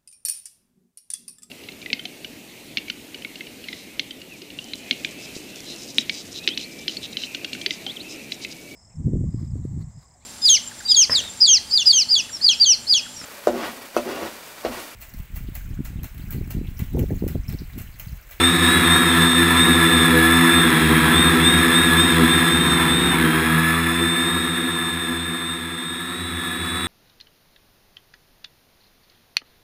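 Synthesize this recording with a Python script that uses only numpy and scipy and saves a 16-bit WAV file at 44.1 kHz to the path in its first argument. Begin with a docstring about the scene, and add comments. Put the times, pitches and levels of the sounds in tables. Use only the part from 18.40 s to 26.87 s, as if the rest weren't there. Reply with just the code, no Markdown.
"""A small quadcopter hums, rasps and whines close by, heard through a tiny low-rate microphone.
Four rotors hum and beat against each other, and their blades chop noise into a rasp and a hiss.
Each motor whines at 42 times its turning rate; short corrections of tilt bend the pitch of the whines.
Holding each of 12000 samples a second mirrors the whine and the rasp into the treble."""
import sys
import numpy as np
from scipy import signal
from scipy.fft import rfft, irfft, next_fast_len
from scipy.io import wavfile
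from scipy.ndimage import uniform_filter1d

SR = 44100
rng = np.random.default_rng(int(sys.argv[2]) if len(sys.argv) > 2 else 0)


def digitize_waveform(pressure):
    """Quantize a signal to 16-bit integers and store it at the path in sys.argv[1].

    Rows of a 2-D input are taken as channels; values are limited to [-1, 1].
    """
    field = np.atleast_2d(pressure).T
    bounded = np.clip(field, -1, 1)
    quanta = np.round(bounded * 32767).astype(np.int16)
    wavfile.write(sys.argv[1], SR, quanta)


N = 373527
TIME = np.arange(N) / SR   # s
WHINE_ORDER = 42   # whine cycles per turn of the rotor


def from_db(db):
    """Turn decibels into a gain."""
    return 10 ** (np.asarray(db) / 20)


def rms_one(x):
    """Scale a sound to an rms level of 1."""
    return x / np.sqrt(np.mean(x ** 2) + 1e-20)


def evened(x, seconds):
    """Hold the slow level of a sound near rms 1, leaving its faster swells."""
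    power = uniform_filter1d(x * x, size=int(seconds * SR), mode="reflect")
    return x / np.sqrt(power + 1e-6)


def in_time(rows):
    """Read the columns of a timed table at every sample, with rounded corners."""
    seconds, *columns = np.transpose(rows)
    curves = [np.interp(TIME, seconds, column) for column in columns]
    return [uniform_filter1d(curve, size=1300, mode="nearest") for curve in curves]


def bump(top_s, length_s):
    """Rise smoothly to 1 at the given time and fall back, over the given length."""
    return np.interp(TIME, top_s + length_s * np.linspace(-.5, .5, 65), np.hanning(65))


def drift(rate):
    """Wander by chance with a spread of 1, mostly slower than the given rate in Hz."""
    step = 40   # samples between the drawn points
    r = np.exp(-2 * np.pi * rate * step / SR)
    draws = rng.standard_normal(N // step + 2002)
    slow = signal.lfilter([1], [1, -2 * r, r * r], draws)[2000:]   # skip the filter's start
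    return np.interp(np.arange(N) / step, np.arange(len(slow)), rms_one(slow))


def coloured_noise(spectrum):
    """Steady noise whose strength at each pitch follows the given spectrum; rms 1."""
    size = next_fast_len(N)
    hz, db = np.transpose(spectrum)
    bins = np.maximum(np.arange(size // 2 + 1) * SR / size, 1)
    gain = from_db(np.interp(np.log(bins), np.log(hz), db))
    gain = gain / (1 + (bins / hz[-1] / 1.15) ** 16)   # fade out above the last row
    return rms_one(irfft(rfft(rng.standard_normal(size)) * gain, size)[:N])


def resonance(x, hz, width):
    """Ring like a two-pole resonator whose gain is 1 at its peak."""
    r = np.exp(-np.pi * width / SR)
    feedback = [1, -2 * r * np.cos(2 * np.pi * hz / SR), r * r]
    return signal.lfilter(np.array([1, 0, -1]) * (1 - r * r) / 2, feedback, x)


def tilt_corrections():
    """Extra speed of rotors A, B and C: each correction raises or lowers the speeds of some rotors."""
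    # short corrections of tilt: (time of the top [s], length [s], extra of A, B, C [turns/s])
    tilts = [(0.14, 0.4, 5.4, -1.5, 0.7), (0.37, 0.33, 7.2, -1.0, 0.3), (0.62, 0.37, 6.2, -2.1, 0.7),
             (0.93, 0.58, 4.4, -1.6, 3.5), (1.28, 0.37, 5.4, -2.9, 1.5), (1.59, 0.49, 3.9, -1.2, 0.1),
             (1.97, 0.41, 3.8, 0.4, 1.4), (2.19, 0.35, 4.9, -0.4, -0.7), (2.53, 0.34, 0.0, 2.7, -3.9),
             (2.84, 0.36, 5.5, 1.1, -0.2), (3.15, 0.39, 6.7, -1.7, 1.3), (3.42, 0.31, 6.4, -1.5, 1.4),
             (3.66, 0.34, 5.7, 0.6, -1.1), (3.94, 0.28, 3.7, -0.9, -0.2), (4.23, 0.67, 4.6, -0.4, -0.3),
             (4.64, 0.48, 6.2, -4.1, -1.3), (5.99, 0.41, 2.0, -0.4, 0.5), (6.26, 0.34, 1.0, 0.4, 0.7),
             (6.58, 0.39, 1.3, -0.2, -0.9), (6.91, 0.39, 1.8, 0.3, 0.1), (7.14, 0.29, 2.2, 0.4, -0.3),
             (7.85, 0.3, 2.2, -0.1, 0.6), (8.05, 0.3, -1.5, 0.0, -0.4)]
    return sum(np.outer(extra, bump(top_s, length_s)) for top_s, length_s, *extra in tilts)


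def rotor_speeds(extra):
    """Add the corrections to the cruising speeds; D shares the load and runs between A and B."""
    # cruising speed of the nearest rotor, A: (time [s], speed [turns/s])
    cruise_a = [(0.0, 82.4), (0.3, 85.2), (0.75, 81.9), (1.4, 82.9), (1.8, 80.8), (2.5, 81.4), (3.3, 81.7),
                (4.4, 82.5), (4.85, 80.6), (5.25, 81.6), (5.7, 85.7), (6.2, 86.5), (6.7, 84.8), (7.3, 84.7),
                (7.65, 89.5), (8.47, 91.9)]
    # cruising speed of the opposite rotor, B: (time [s], speed [turns/s])
    cruise_b = [(0.0, 87.2), (0.35, 82.5), (1.05, 84.9), (1.7, 81.0), (2.1, 83.4), (2.35, 75.2),
                (2.72, 73.6), (3.27, 83.1), (3.85, 79.1), (4.07, 81.3), (4.32, 72.7), (4.5, 77.5),
                (4.75, 73.5), (5.35, 82.9), (7.5, 80.9), (7.7, 85.4), (8.15, 81.9), (8.47, 83.6)]
    # cruising speed of rotor C: (time [s], speed [turns/s])
    cruise_c = [(0.0, 83.2), (0.73, 75.9), (1.15, 78.1), (1.4, 82.6), (2.05, 80.7), (2.72, 79.9),
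                (3.1, 77.0), (4.05, 77.6), (4.72, 71.6), (5.12, 80.9), (5.4, 82.5), (5.88, 78.6),
                (6.45, 81.3), (7.5, 78.1), (8.47, 81.6)]
    cruises = (cruise_a, cruise_b, cruise_c)
    a, b, c = [in_time(cruise)[0] + more for cruise, more in zip(cruises, extra)]
    return a, b, c, (a + b) / 2 + .7 * drift(2)


def shaft_angle(speed, jitter):
    """Add up the turns of a rotor whose speed trembles in the gusts; angle in radians."""
    trembling = speed * (1 + jitter * drift(21.0))
    return 2 * np.pi * np.cumsum(trembling) / SR + rng.uniform(0, 2 * np.pi)


def tones(angles, table, flutter_db, sway):
    """Harmonics of all rotors; uneven inflow shakes the strength and timing of each rotor."""
    out = 0
    for rotor, angle in enumerate(angles):
        load = from_db(flutter_db * drift(8.9))
        shaken = angle + sway * drift(11)
        for order, *dbs in table:
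            phase = rng.uniform(0, 2 * np.pi)
            out = out + load * from_db(dbs[rotor]) * np.sin(round(order) * shaken + phase)
    return out


def blade_hum(angles, direct_db):
    """Blade tones make the frame ring as they glide through its modes; the slow level is evened."""
    # blade hum: (multiple of the turning rate, relative level of rotor A, B, C, D [dB])
    blade_tones = [(2, -3, -8.5, -14, -11.5), (3, -8, -8, -13.5, -10.5), (4, -7, -8.5, -20.5, -12.5),
                   (5, -24.5, -19, -22.5, -18.5), (6, -21, -24, -27, -20)]
    # bending modes of the arms and body: (pitch [Hz], width [Hz], relative level [dB])
    frame = [(142, 106, -9), (250, 12.8, 2), (331.7, 25.6, -3), (394.6, 22, 1.5), (487, 16.3, 1.5)]
    thrust = tones(angles, blade_tones, flutter_db=1.0, sway=0.0064)
    ringing = sum(from_db(db) * resonance(thrust, hz, width) for hz, width, db in frame)
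    return evened(from_db(direct_db) * thrust + ringing, seconds=0.08)


def shake(angles, second_db, far_db):
    """Unbalanced rotors rock the frame once a turn and beat against each other."""
    gains = from_db([0, second_db, far_db, far_db])
    rocking = sum(gain * np.sin(angle) for gain, angle in zip(gains, angles))
    return evened(rocking, seconds=0.17)


def drone(angles):
    """Blade hum and rocking of the frame, with swells and lulls at set times."""
    # slow level, before the trims below: (time [s], blade hum [dB], rocking [dB])
    drone_levels = [(0, -19.5, -26), (1.0, -19.5, -26), (1.8, -17, -25.5), (2.6, -17.5, -25),
                    (3.7, -19, -25.5), (4.4, -20, -30.5), (5.0, -20.5, -31.5), (5.55, -23, -29),
                    (6.0, -25, -34), (6.6, -30, -33.5), (7.5, -34, -43.5), (7.85, -33, -34.5),
                    (8.47, -31, -34)]
    # swells of the hum, as when blades fall into step: (time of the top [s], rise [dB])
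    swells = [(.82, 4), (1.01, 3), (1.3, 3), (1.48, 1), (1.75, 3.5), (2.03, 3.5), (2.24, 0.5), (2.53, 3),
              (2.97, 2), (3.82, 7), (4.86, 4.5), (5.17, 5), (5.62, 3.5), (6.25, 3), (6.72, 5.5), (6.92, 3)]
    # lulls of the rocking, as when rotors pull against each other: (time of the middle [s], depth [dB])
    lulls = [(.68, 4), (.94, 5), (1.65, 2), (2.07, 18), (2.33, 11), (2.66, 4), (3.04, 2), (3.37, 9),
             (4.06, 6), (5.76, 14), (6.18, 10), (6.39, 11), (6.63, 8), (7.03, 7), (7.43, 11), (7.67, 9),
             (8.11, 8)]
    swell_s, lull_s = 0.16, 0.21   # length of each
    hum_db, shake_db = in_time(drone_levels)
    swell_db = sum(db * bump(top_s, swell_s) for top_s, db in swells)
    lull_db = sum(db * bump(middle_s, lull_s) for middle_s, db in lulls)
    hum = from_db(hum_db + swell_db - 0.3) * blade_hum(angles, direct_db=-7.0)
    rocking = from_db(shake_db - lull_db - 1.0) * shake(angles, second_db=2.0, far_db=-10.0)
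    return hum + rocking


def mount_db(speed):
    """The near whine swells as its pitch glides through a resonance of its motor mount."""
    # motor mount: (pitch of the whine [Hz], gain [dB])
    mount = [(3380, -22.5), (3480, -10), (3550, -3), (3620, 2.5), (3710, -0.5), (3800, -4), (3900, -1)]
    return np.interp(WHINE_ORDER * speed, *np.transpose(mount))


def torque_db(speed):
    """A motor that speeds up draws more current and whines louder; one that slows whines softer."""
    db_per_turn_s2 = 0.06   # dB for each turn/s of speed gained per second
    return db_per_turn_s2 * np.gradient(speed) * SR


def whine(angle, wobble, flutter_db):
    """Tone from switching the motor coils; a slightly eccentric rotor swells it once a turn."""
    tone = np.sqrt(2) * np.sin(WHINE_ORDER * angle)
    return tone * (1 + wobble * np.cos(angle)) * from_db(flutter_db * drift(17.0))


def whines(speeds, angles, rasp_db, hiss_db):
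    """The near motor whines through its mount; the other three are less steady."""
    # far motors, before trim and torque: (time [s], level of B [dB], level of C [dB])
    far_whine = [(0, -26, -35), (0.501, -32, -33), (1.0, -43, -35), (2.0, -32, -33), (2.75, -39, -33),
                 (3.25, -38, -36), (3.65, -34, -34.5), (4.2, -52, -36), (4.9, -35, -50), (5.8, -40, -44),
                 (6.3, -40, -42), (7.2, -44.5, -55), (8.47, -30.5, -39)]
    # the near whine takes this share of the rasp's level in dB
    near_trim_db, share = -3.5, 0.91
    near_db = near_trim_db + share * rasp_db + mount_db(speeds[0]) + torque_db(speeds[0])
    out = from_db(near_db) * whine(angles[0], wobble=0.028, flutter_db=0.98)
    for speed, angle, db in zip(speeds[1:], angles[1:], in_time(far_whine)):
        out = out + from_db(db - 1.0 + torque_db(speed)) * whine(angle, wobble=0.17, flutter_db=2.5)
    # the whine of D follows the level of the hiss
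    return out + from_db(hiss_db + 1.0) * whine(angles[3], wobble=0.11, flutter_db=3.5)


def blade_chop(angles, per_turn, per_blade):
    """Air noise swells as each of the two blades passes an arm, one blade more than the other."""
    swell = sum(per_turn * np.cos(angle) + per_blade * np.cos(2 * angle) for angle in angles)
    return rms_one(np.exp(swell))


def bearing_hum(angles):
    """Motor and bearing tones at multiples of each turning rate shake the shell."""
    # motor and bearings: (multiple of the turning rate, relative level of rotor A, B, C, D [dB])
    bearing_tones = [(8, -24.5, -44, -51, -41), (9, -31.5, -35, -26.5, -30.5),
                     (11, -25.5, -21.5, -29.5, -24.5), (12, -16.5, -25, -30, -25),
                     (13, -22, -22, -19.5, -24.5), (14, -19.5, -21.5, -24, -20.5),
                     (15, -24.5, -21.5, -23, -22), (16, -21, -31, -38, -23.5), (20, -28.5, -37, -32, -19.5),
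                     (21, -18.5, -30.5, -27.5, -30), (49, -25, -41, -43, -42), (52, -48, -40, -36, -44)]
    return from_db(2.5) * tones(angles, bearing_tones, flutter_db=4.0, sway=0.013)


def rasp(chop, bearings, coupling_db):
    """The shell rings with chopped air and, more, with bearing tones that come through the arms."""
    # air torn by the blades: (pitch [Hz], relative level per Hz [dB])
    torn_air = [(30, -21), (100, -9.5), (200, -6), (450, -6), (600, -15), (720, -6), (860, -7),
                (1020, -0.5), (1500, -1), (1900, 2.5), (2300, 0.5), (2750, -2.5), (3020, -12.5),
                (3300, -26)]
    # resonances of the shell: (pitch [Hz], width [Hz], gain [dB])
    shell = [(737, 76, -9.5), (1000, 36, -12.5), (1327, 57, 2), (1703, 126, 1.5)]
    air = coloured_noise(torn_air) * chop
    drive = air + from_db(coupling_db) * bearings
    ringing = sum(from_db(db) * resonance(drive, hz, width) for hz, width, db in shell)
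    return rms_one(air + bearings + ringing)


def singing(angles, flutter_db):
    """Thin motor tones, at odd multiples of half the whine's pitch, swell near a shell resonance."""
    # thin tones: (multiple of the turning rate, to be rounded; resonance [Hz], width [Hz],
    # level of A, B, C relative to the rasp [dB])
    thin_tones = [(21, 1713, 170, -19, -9.5, -14.5), (62.96, 5370, 360, -27.5, -24.5, -40)]
    out = 0
    for order, hz, width, *dbs in thin_tones:
        drive = 0
        for angle, db in zip(angles, dbs):
            drive = drive + from_db(db + flutter_db * drift(7.1)) * np.sin(round(order) * angle)
        out = out + np.sqrt(2) * resonance(drive, hz, width)
    return out


def motor_hiss(chop, hiss_db, extra_a):
    """Noise around the motors, chopped by the blades; it softens when a correction speeds up A."""
    # hiss: (pitch [Hz], relative level per Hz [dB])
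    hiss_spectrum = [(2700, -39), (3100, -12), (3350, -8.5), (3580, 1), (3930, -6), (4070, -8.5),
                     (4200, -13.5), (4350, -15.5), (4750, -21.5), (5350, -15.5), (5700, -20), (5950, -34)]
    trim_db, db_per_turn = 13, -0.26   # dB; dB for each extra turn/s of A
    level = from_db(hiss_db + trim_db + db_per_turn * extra_a)
    return level * coloured_noise(hiss_spectrum) * chop


def scene():
    """Four rotors drive the drone, the whines, the rasp, the thin tones and the hiss together."""
    # air noise of the propellers, before trims: (time [s], rasp level [dB], hiss level [dB])
    air_levels = [(0.0, -17, -39), (0.12, -22, -39.5), (0.33, -18, -38), (0.66, -19.5, -42),
                  (0.82, -18, -36.5), (0.89, -22, -39.5), (1.01, -19, -39.5), (2.43, -18, -40.5),
                  (4.06, -20, -40.5), (4.22, -22.5, -42.5), (4.43, -19.5, -42.5), (4.57, -23, -42.5),
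                  (4.74, -20.5, -43.5), (5.31, -21.5, -45), (5.38, -22.5, -46), (7.5, -34.5, -54),
                  (8.42, -29, -51), (8.47, -29, -51)]
    rasp_db, hiss_db = in_time(air_levels)
    extra = tilt_corrections()
    speeds = rotor_speeds(extra)
    angles = [shaft_angle(speed, jitter=0.00035) for speed in speeds]
    low = drone(angles)
    whining = whines(speeds, angles, rasp_db, hiss_db)
    chop = blade_chop(angles, per_turn=0.071, per_blade=0.07)
    raspy = rasp(chop, bearing_hum(angles), coupling_db=6.5) + singing(angles, flutter_db=3.0)
    air = from_db(rasp_db + 0.02) * raspy
    return (low + whining + air + motor_hiss(chop, hiss_db, extra[0]))[None]


def record(dry):
    """Sample at a low rate and hold each sample: mirror images appear above 6 kHz. Then cut the top."""
    hold_hz, cutoff_hz = 12000, 15200
    ceiling = .88   # louder peaks are clipped
    # the low-pass runs at 40 times SR, the shared rate inside the resampler
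    low_pass = signal.firwin(14701, 5850, fs=40 * SR)
    slow = signal.resample_poly(dry, hold_hz, SR, axis=-1, window=low_pass)
    steps = np.repeat(np.clip(slow, -ceiling, ceiling), 4, axis=-1)
    held = signal.resample_poly(steps, SR, 4 * hold_hz, axis=-1)[:, :N]
    top_cut = signal.ellip(12, .1, 80, cutoff_hz, fs=SR, output="sos")
    return signal.sosfilt(top_cut, held)


dry = scene()
out = record(dry)
digitize_waveform(out)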